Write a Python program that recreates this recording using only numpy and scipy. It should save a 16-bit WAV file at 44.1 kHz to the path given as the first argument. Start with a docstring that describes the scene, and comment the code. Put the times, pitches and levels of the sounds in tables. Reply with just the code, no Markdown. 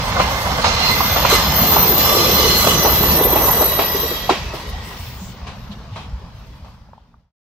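"""A two-car diesel railcar passes close by at night and rolls away.
First the underframe rumbles and the rails roar, shaken by rough wheels that knock over rail joints.
As it draws level, the sleepers join in and friction makes the steel wheels ring, hiss and squeal;
ring and squeal sink in pitch by the Doppler effect as it passes, at about 3 s.
Then the roar recedes, leaving dull bumps, and a few light taps sound as everything fades out."""
import sys
import numpy as np
from scipy import signal
from scipy.fft import rfft, irfft, next_fast_len
from scipy.io import wavfile
from scipy.ndimage import map_coordinates

SR = 44100
rng = np.random.default_rng(int(sys.argv[2]) if len(sys.argv) > 2 else 0)


def inscribe(sig):
    """Save sig as 16-bit PCM at rate SR to the path in sys.argv[1].

    A 1-D sig is mono; a 2-D sig holds one channel per row.
    Samples are clipped to [-1, 1] before scaling.
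    """
    pcm = np.round(np.clip(np.atleast_2d(sig).T, -1, 1) * 32767)
    wavfile.write(sys.argv[1], SR, pcm.astype(np.int16))


N = 334719
TIME = np.arange(N) / SR
SPEED_M_PER_S, SOUND_M_PER_S, DISTANCE_M = 14.92, 343, 3.98


# spectra of the vibrating parts: f/Hz, level/dB
UNDERFRAME_SPECTRUM = [(15, -23.5), (28, -9), (42, -0.5), (68, 3.5), (90, -2.5), (125, -4), (160, -22),
                       (300, -62)]
BODY_SPECTRUM = [(80, -35), (130, -1), (175, 1), (230, -4.5), (295, -14.5), (450, -52)]
SLEEPER_SPECTRUM = [(190, -19.5), (280, -3.5), (415, 1), (560, -4), (720, -10.5), (1300, -50.5)]
RAIL_SPECTRUM = [(330, -27.5), (500, -5.5), (700, -4.5), (950, -2), (1200, -5.5), (1500, -12), (2000, -16),
                 (4000, -54)]
# their passages: level/dB, abreast from t/s, until t/s, loss/dB per doubling of distance coming, going
UNDERFRAME_PASS = (-26, -1.5, 3, 0.1, 3)
BODY_PASS = (-25.5, 1.84, 3, 1.95, 5)
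SLEEPER_PASS = (-22.5, 1.99, 3.5, 7, 10)
RAIL_PASS = (-22, 0.2, 3.5, 11, 7.5)

def rolling():
    """Forced vibration: rough wheels shake the underframe, car body, sleepers and rails."""
    rumble = amp(passing_db(*UNDERFRAME_PASS) + 2.0 * wander(14)) * noise(UNDERFRAME_SPECTRUM)
    body = amp(passing_db(*BODY_PASS) + 1.8 * wander(14)) * noise(BODY_SPECTRUM)
    sleepers = amp(passing_db(*SLEEPER_PASS) + 0.5 * wander(60)) * patchy(noise(SLEEPER_SPECTRUM), 2.5)
    rails = amp(passing_db(*RAIL_PASS) + 1.1 * wander(80)) * patchy(noise(RAIL_SPECTRUM), 2.0)
    mid_car_dip = amp(-2 * np.exp(-((TIME - 2.65) / 0.39) ** 2))  # no bogie is near
    return rumble + body + mid_car_dip * (sleepers + rails)


# flange leaning on the rail: start t/s, duration/s, scrape level/dB, hiss level/dB
FLANGE_RUBS = [(0.253, 0.23, -42.5, -36.5), (.61, 1.32, -22.5, -50), (0.787, 0.27, -31.5, -33.5),
               (1.271, 0.086, -16.5, -23), (1.953, 0.79, -18, -30), (2.455, .22, -23, -24.5),
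               (2.745, 0.41, -23, -37.5), (3.35, 0.35, -40, -29.5), (4.502, 0.2, -43, -45.5),
               (4.795, 0.3, -40, -45), (6.327, 0.41, -55, -65.5)]
# passages of steady scrape and hiss: columns as in RAIL_PASS
SCRAPE_PASS = (-26, 0.94, 4, 0.5, 8.5)
HISS_PASS = (-39.5, 2.5, 4, 0, 12.0)

def friction_gains():
    """Incoherent sources add in power: rolling and flange contact set the gains of scrape and hiss."""
    scrape, hiss = amp(passing_db(*SCRAPE_PASS)), amp(passing_db(*HISS_PASS))
    for start, length, scrape_db, hiss_db in FLANGE_RUBS:
        contact = held(start, length, attack=0.047, t60=0.45)
        scrape = np.hypot(scrape, amp(scrape_db) * contact)
        hiss = np.hypot(hiss, amp(hiss_db) * contact)
    return scrape, hiss


# normal modes of a wheel at rest: f/Hz, nominal bandwidth/Hz, level/dB
WHEEL_MODES = [(1132, 94, 1), (1993, 68, -9), (2689, 58, -6), (2975, 34, -4), (3364, 90, -1.5),
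               (3977, 52, 2), (4134, 120, -1), (5023, 150, -4), (5930, 110, -9), (6045, 120, -2)]
# spectra of steel heard side on and end on, and of dry hiss: f/Hz, level/dB
STEEL_SIDE_ON = [(900, -34), (1600, -5.5), (2400, -3), (4200, 1.5), (5500, 1.5), (6300, -1.5), (7400, -7),
                 (10000, -39)]
STEEL_END_ON = [(900, -30.5), (1500, -4.5), (2400, 0.5), (3500, -0.5), (5200, -3), (6500, -10.5),
                (7800, -20.5), (10000, -36)]
HISS_SPECTRUM = [(3500, -27), (7000, -5), (8200, 2.5), (9000, -6.5), (10400, -3), (12000, 3.5),
                 (13500, -1.5), (15700, -4.5)]
# passages of the side-on share of power and of one lasting mode: columns as in RAIL_PASS
SIDE_ON_PASS = (-1, 2, 4, 2.5, 15.5)
RING_PASS = (-34.5, 0.5, 4, 1.5, 11.5)

def wheels(doppler):
    """Modal radiation and directivity: rubbed steel discs ring and hiss, brightest when side on."""
    scrape_gain, hiss_gain = friction_gains()
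    drive = noise([(20, 0), (20000, 0)])  # white
    # the contact point drifts across the tread and feeds each mode by turns
    ring = sum(amp(db + 2.2 * wander(9)) * unit_rms(resonate(drive, hz * doppler, 1.3 * width))
               for hz, width, db in WHEEL_MODES)
    side_on = amp(-3) * unit_rms(ring) + amp(-4) * patchy(noise(STEEL_SIDE_ON), depth_db=4.0)
    end_on = patchy(noise(STEEL_END_ON), depth_db=2.1)
    facing = np.clip(amp(passing_db(*SIDE_ON_PASS)), 0, 1)
    steel = np.sqrt(facing) * side_on + np.sqrt(1 - facing) * end_on
    scrape = scrape_gain * amp(0.82 * wander(250)) * steel
    lasting_mode = unit_rms(resonate(noise(STEEL_END_ON), hz=1997 * doppler, width=54))
    hiss = hiss_gain * amp(2.1 * wander(40)) * patchy(noise(HISS_SPECTRUM), depth_db=4.5)
    return scrape + amp(passing_db(*RING_PASS)) * lasting_mode + hiss


# bites of a flange, and late on two wide rasps of distant clanks: peak t/s, duration/s, f/Hz, bandwidth/Hz,
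# level/dB
FLANGE_BITES = [(.247, 0.14, 2840, 200, -35.5), (.82, 0.16, 2820, 30, -27), (0.862, 0.27, 4160, 220, -18.5),
                (0.921, .7, 2052, 45, -26.5), (1.327, .16, 4040, 201.2, -20.5),
                (1.347, 0.23, 2050, 35, -24), (1.5, 0.41, 5140, 60.6, -32), (2.2, .3, 5280, 40, -25),
                (2.53, 0.28, 4173, 109.4, -18), (2.458, .5, 2990, 70.2, -25.5), (2.721, .15, 2988, 70, -20),
                (2.792, .25, 5935, 35, -20), (3.477, 0.69, 6040, 148, -30.5), (3.951, .6, 1925, 70, -40),
                (4.023, 0.23, 4000, 120.4, -37.5), (4.183, 0.32, 3256, 30, -34),
                (4.463, 0.39, 2620, 40, -43), (4.794, .7, 1930, 70, -42.5), (4.747, .9, 1100, 220, -44),
                (5.1, 0.79, 15100, 1300, -45.5), (5.247, 0.25, 6740, 2500, -44.5),
                (5.727, 0.058, 3550, 2000, -39.5), (5.996, .24, 2930, 2400, -42)]

def flange_bites():
    """Resonance: a flange bites and the wheel sings in a narrow band or rasps in a wide one; the wide rasps
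    near 5.7 and 6.0 s are distant clanks."""
    out = np.zeros((2, N))
    for peak, length, hz, width, db in FLANGE_BITES:
        tone = unit_rms(resonate(rng.standard_normal((2, 2 * SR)), hz, width)[:, :int(length * SR)])
        add(out, peak - length / 2, amp(db) * tone * np.hanning(tone.shape[1]))
    return out


# spells of stick-slip: start t/s, duration/s, wheel (0 or 1), tone level/dB, fizz level/dB
SQUEALS = [(.25, .15, 0, -61, -41), (.82, .73, 0, -29.5, -28.5), (0.953, .24, 0, -27.5, -27.5),
           (1.53, .47, 0, -16.5, -19), (1.99, 0.41, 1, -23, -23.5), (2.28, 0.095, 0, -19.5, -22.5),
           (2.42, 0.61, 0, -37, -25), (2.54, 0.13, 1, -22.5, -39), (2.78, 0.9, 0, -17, -24.5),
           (3.68, .36, 0, -21, -31), (4.04, 0.13, 0, -31, -37), (5.53, .13, 0, -86, -61)]
# spectrum of the fizz at rest: f/Hz, level/dB
FIZZ_SPECTRUM = [(11300, -47.5), (12100, -14.5), (12600, -3), (13400, -1), (13900, -5), (14400, -19),
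                 (15200, -45)]

def squeal(doppler, rest_hz=13355, second_wheel_ratio=0.901):
    """Self-excited oscillation: stick-slip drives very high modes of two wheels, thin tones in fizz."""
    hz = rest_hz * doppler
    tone_gain, fizz_gain = np.zeros((2, N)), np.zeros(N)
    for start, length, wheel, tone_db, fizz_db in SQUEALS:
        slip = held(start, length, attack=0.058, t60=0.57)
        tone_gain[wheel] = np.hypot(tone_gain[wheel], amp(tone_db) * slip)
        fizz_gain = np.hypot(fizz_gain, amp(fizz_db) * slip)
    tones = tone_gain[0] * whistle(hz) + tone_gain[1] * whistle(hz * second_wheel_ratio)
    slide = np.exp(2j * np.pi * np.cumsum(hz - rest_hz) / SR)  # the fizz sinks with the tone
    fizz = (signal.hilbert(noise(FIZZ_SPECTRUM), next_fast_len(N))[:, :N] * slide).real
    return tones + fizz_gain * amp(1.8 * wander(70)) * fizz


def whistle(hz):
    """Multipath interference: a sustained tone flutters differently at each microphone."""
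    phase = 2 * np.pi * np.cumsum(hz + 7 * wander(40)) / SR
    tone = np.array([np.sin(phase + 1.5 * wander(25)) * amp(1.4 * wander(35)) for _ in range(2)])
    flutter = resonate(rng.standard_normal((2, N)), hz, width=170)
    return unit_rms(unit_rms(tone) + 0.9 * unit_rms(flutter))


# wheels on rail joints: t/s, thud level/dB, thud f/Hz, thud T60/s, clank level/dB
JOINT_KNOCKS = [(.186, -22, 910, 0.054, -20.5), (.197, -7, 1020, 0.058, -21.5),
                (.638, -12.5, 870, 0.21, -16.5), (1.003, -11, 885, 0.066, -29),
                (1.159, -12.5, 858, .07, -20), (1.246, -6, 900, 0.03, -17),
                (1.298, -16.5, 1110, 0.37, -25.5), (1.758, -10.5, 915, 0.12, -23.5),
                (2.667, -8.5, 720, 0.041, -28), (2.845, -10.5, 598, 0.19, -23),
                (3.356, -8.5, 590, 0.049, -22.5), (3.606, -12, 603, 0.16, -41),
                (3.786, -12, 676, 0.13, -19.5), (4.291, -7, 760, 0.12, -17), (4.531, -25.5, 530, 0.23, -45),
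                (5.465, -38, 770, 0.68, -34), (5.956, -33, 836, 0.49, -35.5), (6.642, -41, 800, 0.36, -47)]
# spectrum of struck steel: f/Hz, level/dB
CLANK_SPECTRUM = [(200, -26), (600, 4.5), (1300, -2.5), (2600, 0.5), (4300, -6.5), (6500, -15.5),
                  (9000, -26), (15000, -39.5)]

def rail_joints(doppler, rise_s=0.0056):
    """Impact excitation: a wheel drops into the gap; steel cracks, the track thuds, the wheel clanks."""
    out, size = np.zeros((2, N)), SR // 2
    for start, thud_db, hz, t60, clank_db in JOINT_KNOCKS:
        track = noise([(100, -12), (300, -1.0), (1300, 0.5), (3000, -20)], size)
        thud = burst(resonate(track, hz, width=0.88 * hz), rise_s, t60)
        rattle = noise(CLANK_SPECTRUM, size)
        shift = np.interp(start, TIME, doppler)
        ring = unit_rms(sum(amp(db) * resonate(rattle, f * shift, width) for f, width, db in WHEEL_MODES))
        clank = burst(rattle + 0.38 * ring, rise_s + 0.0024, t60=0.38)
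        crack = amp(-7.5) * burst(noise(CLANK_SPECTRUM, size), rise_s, t60=0.044)
        add(out, start, amp(thud_db) * thud + amp(clank_db) * (clank + crack))
    return out


# axles over loose sleepers: t/s, level/dB, f/Hz
SLEEPER_THUMPS = [(1.322, -12.5, 392), (2.281, -20, 430), (2.387, -18.5, 422), (3.207, -15, 433),
                  (3.246, -14, 430), (3.325, -16.5, 410), (3.944, -17.5, 400), (4.03, -19.5, 453),
                  (4.112, -24, 460), (4.303, -13.5, 340)]

def loose_sleepers():
    """Damped resonance: a loose sleeper thumps under an axle."""
    out = np.zeros((2, N))
    for start, db, hz in SLEEPER_THUMPS:
        thump = resonate(noise(SLEEPER_SPECTRUM, SR // 2), hz, width=190)
        add(out, start, amp(db) * burst(thump, rise=0.0042, t60=0.13))
    return out


# dull bumps of the running gear: t/s, level/dB, f/Hz
GEAR_BUMPS = [(.24, -20, 68), (.66, -20.5, 74), (1.1, -19, 82), (3.081, -16, 72), (4.455, -21, 64),
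              (4.989, -27.5, 84), (5.208, -28.5, 189), (5.42, -26.5, 64.3), (5.691, -28.5, 201),
              (5.914, -25, 103), (6.125, -23.5, 62), (6.614, -25, 64.5)]

def running_gear():
    """Free vibration: each low swing of the running gear is a damped sinusoid."""
    out, t = np.zeros((2, N)), np.arange(SR // 2) / SR
    for start, db, hz in GEAR_BUMPS:
        swing = np.sin(2 * np.pi * hz * t)[None]
        add(out, start, amp(db) * burst(swing, rise=0.013, t60=0.19))
    return out


# light taps: t/s, level/dB, f/Hz
TAPS = [(6.887, -36, 647), (6.931, -26, 970), (6.978, -28, 840), (7.140, -29, 1048)]

def taps():
    """Heavy damping: a broad resonance dies at once and is heard as a small hollow tap."""
    out = np.zeros((2, N))
    for start, db, hz in TAPS:
        hollow = resonate(noise(RAIL_SPECTRUM, 4096), hz, width=450)
        add(out, start, amp(db) * burst(hollow, rise=0.0015, t60=0.023))
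    return out


# stereo width: f/Hz, side minus mid level/dB
STEREO_WIDTH = [(60, -19), (130, -18), (280, -12.5), (600, -9.5), (1200, -6), (2400, -2.5), (4400, -1.5),
                (15000, 1.5)]

def noise(spectrum, size=N):
    """Spatial coherence: coloured noise at two microphones is alike in the bass, unrelated in the treble."""
    length = next_fast_len(size)
    hz = np.fft.rfftfreq(length, 1 / SR)
    mid, side = rfft(rng.standard_normal((2, length)))
    side = side * amp(level_at(STEREO_WIDTH, hz))
    coloured = np.array([mid + side, mid - side]) * amp(level_at(spectrum, hz))
    return unit_rms(irfft(coloured, length)[:, :size])


def passing_db(level_db, first, last, coming_db, going_db):
    """Spreading loss: the level holds while abreast and falls with each doubling of distance."""
    def doublings(gap_s):
        return np.log2(np.hypot(1, SPEED_M_PER_S * np.maximum(gap_s, 0) / DISTANCE_M))
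    return level_db - coming_db * doublings(first - TIME) - going_db * doublings(TIME - last)


def resonate(x, hz, width):
    """Heterodyne filtering: a steep resonance of gain 1 that may follow a pitch curve."""
    turn = np.exp(2j * np.pi * np.cumsum(hz * np.ones(x.shape[-1])) / SR)
    r = np.exp(-np.pi * abs(width) / SR)
    baseband = signal.lfilter([(1 - r) ** 2], [1, -2 * r, r * r], x * turn.conj() + 1e-18)
    return 2 * (turn * baseband).real


def patchy(x, depth_db):
    """Random modulation: rough running surfaces make patches of the spectrum swell and sink."""
    spectra = signal.stft(x, nperseg=1024)[2]
    smoothing = np.outer(np.hanning(9), np.hanning(11))
    patches = unit_rms(signal.oaconvolve(rng.standard_normal(spectra.shape[1:]), smoothing, "same"))
    return unit_rms(signal.istft(spectra * amp(depth_db * patches), nperseg=1024)[1][:, :N])


def burst(carrier, rise, t60):
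    """Exponential decay after a linear rise, with a power of 1 at the top."""
    t = np.arange(carrier.shape[1]) / SR
    shape = np.minimum(t / rise, 1) * amp(-60 * np.maximum(t - rise, 0) / t60)
    return unit_rms(carrier * shape) * np.sqrt(np.mean(shape ** 2))


def held(start, length, attack, t60):
    """An envelope that rises, holds and decays exponentially."""
    decay = amp(-60 * np.clip((TIME - start - length) / t60, 0, 3))
    return np.clip((TIME - start) / attack, 0, 1) * decay


def wander(per_s):
    """A random curve of rms 1 that turns about per_s times a second."""
    knots = rng.standard_normal(4096)
    return unit_rms(np.interp(TIME * per_s, np.arange(len(knots)), knots))


def level_at(spectrum, hz):
    """Linear interpolation on a log-frequency axis."""
    f, db = np.transpose(spectrum)
    return np.interp(np.log(hz + 1), np.log(f + 1), db)


def amp(db):
    """Decibels to gain."""
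    return 10 ** (np.asarray(db) / 20)


def unit_rms(x):
    """Normalises to an rms of 1."""
    return x / np.sqrt(np.mean(x ** 2) + 1e-20)


def add(mix, start, sound):
    """Superposes a sound from its start time."""
    part = mix[:, max(round(start * SR), 0):][:, :sound.shape[1]]
    part += sound[:, :part.shape[1]]


def scene(passing_s=3.014, pitch_turn_m=15.9):
    """Superposition of all sources; the Doppler effect lowers the wheel modes and the squeal."""
    along_m = SPEED_M_PER_S * (TIME - passing_s)
    receding_m_per_s = SPEED_M_PER_S * along_m / np.hypot(along_m, pitch_turn_m)
    doppler = 1 / (1 + receding_m_per_s / SOUND_M_PER_S)
    return (rolling() + wheels(doppler) + flange_bites() + squeal(doppler) + rail_joints(doppler)
            + loose_sleepers() + running_gear() + taps())


# direction of the train: t/s, bearing (positive to the right)
BEARING = [(0, 2.0), (.7, 2.5), (1.3, 1), (4.2, 1.0), (4.7, -0.4), (7.2, -0.8)]
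# balance at a bearing of 1: f/Hz, left minus right level/dB
BALANCE = [(60, 0), (250, -0.4), (1000, -1), (4000, -2), (8000, -1.6), (13000, 0)]

def record(dry, lag_s=0.00006, fade_end_s=7.322, fade_s=0.97, cutoff_hz=15750):
    """Time and level differences: the nearer microphone hears the train sooner and brighter."""
    length = next_fast_len(N + 4096)
    bearing = np.interp(TIME, *np.transpose(BEARING))
    lean_db = level_at(BALANCE, np.fft.rfftfreq(length, 1 / SR))
    leaning = irfft(rfft(dry, length) * amp([lean_db / 2, -lean_db / 2]), length)[:, :N]
    left, right = dry + bearing * (leaning - dry)
    left = map_coordinates(left, [(TIME - lag_s * bearing) * SR], order=5)
    x = np.array([left, right])
    x = x / (1 + x ** 8) ** (1 / 8)  # rounds off the highest peaks
    x = x * np.clip((fade_end_s - TIME) / fade_s, 0, 1)
    lowpass = signal.firwin(801, cutoff_hz, window=("kaiser", 9), fs=SR)
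    return signal.oaconvolve(x, lowpass[None], "same")


dry = scene()
out = record(dry)
inscribe(out)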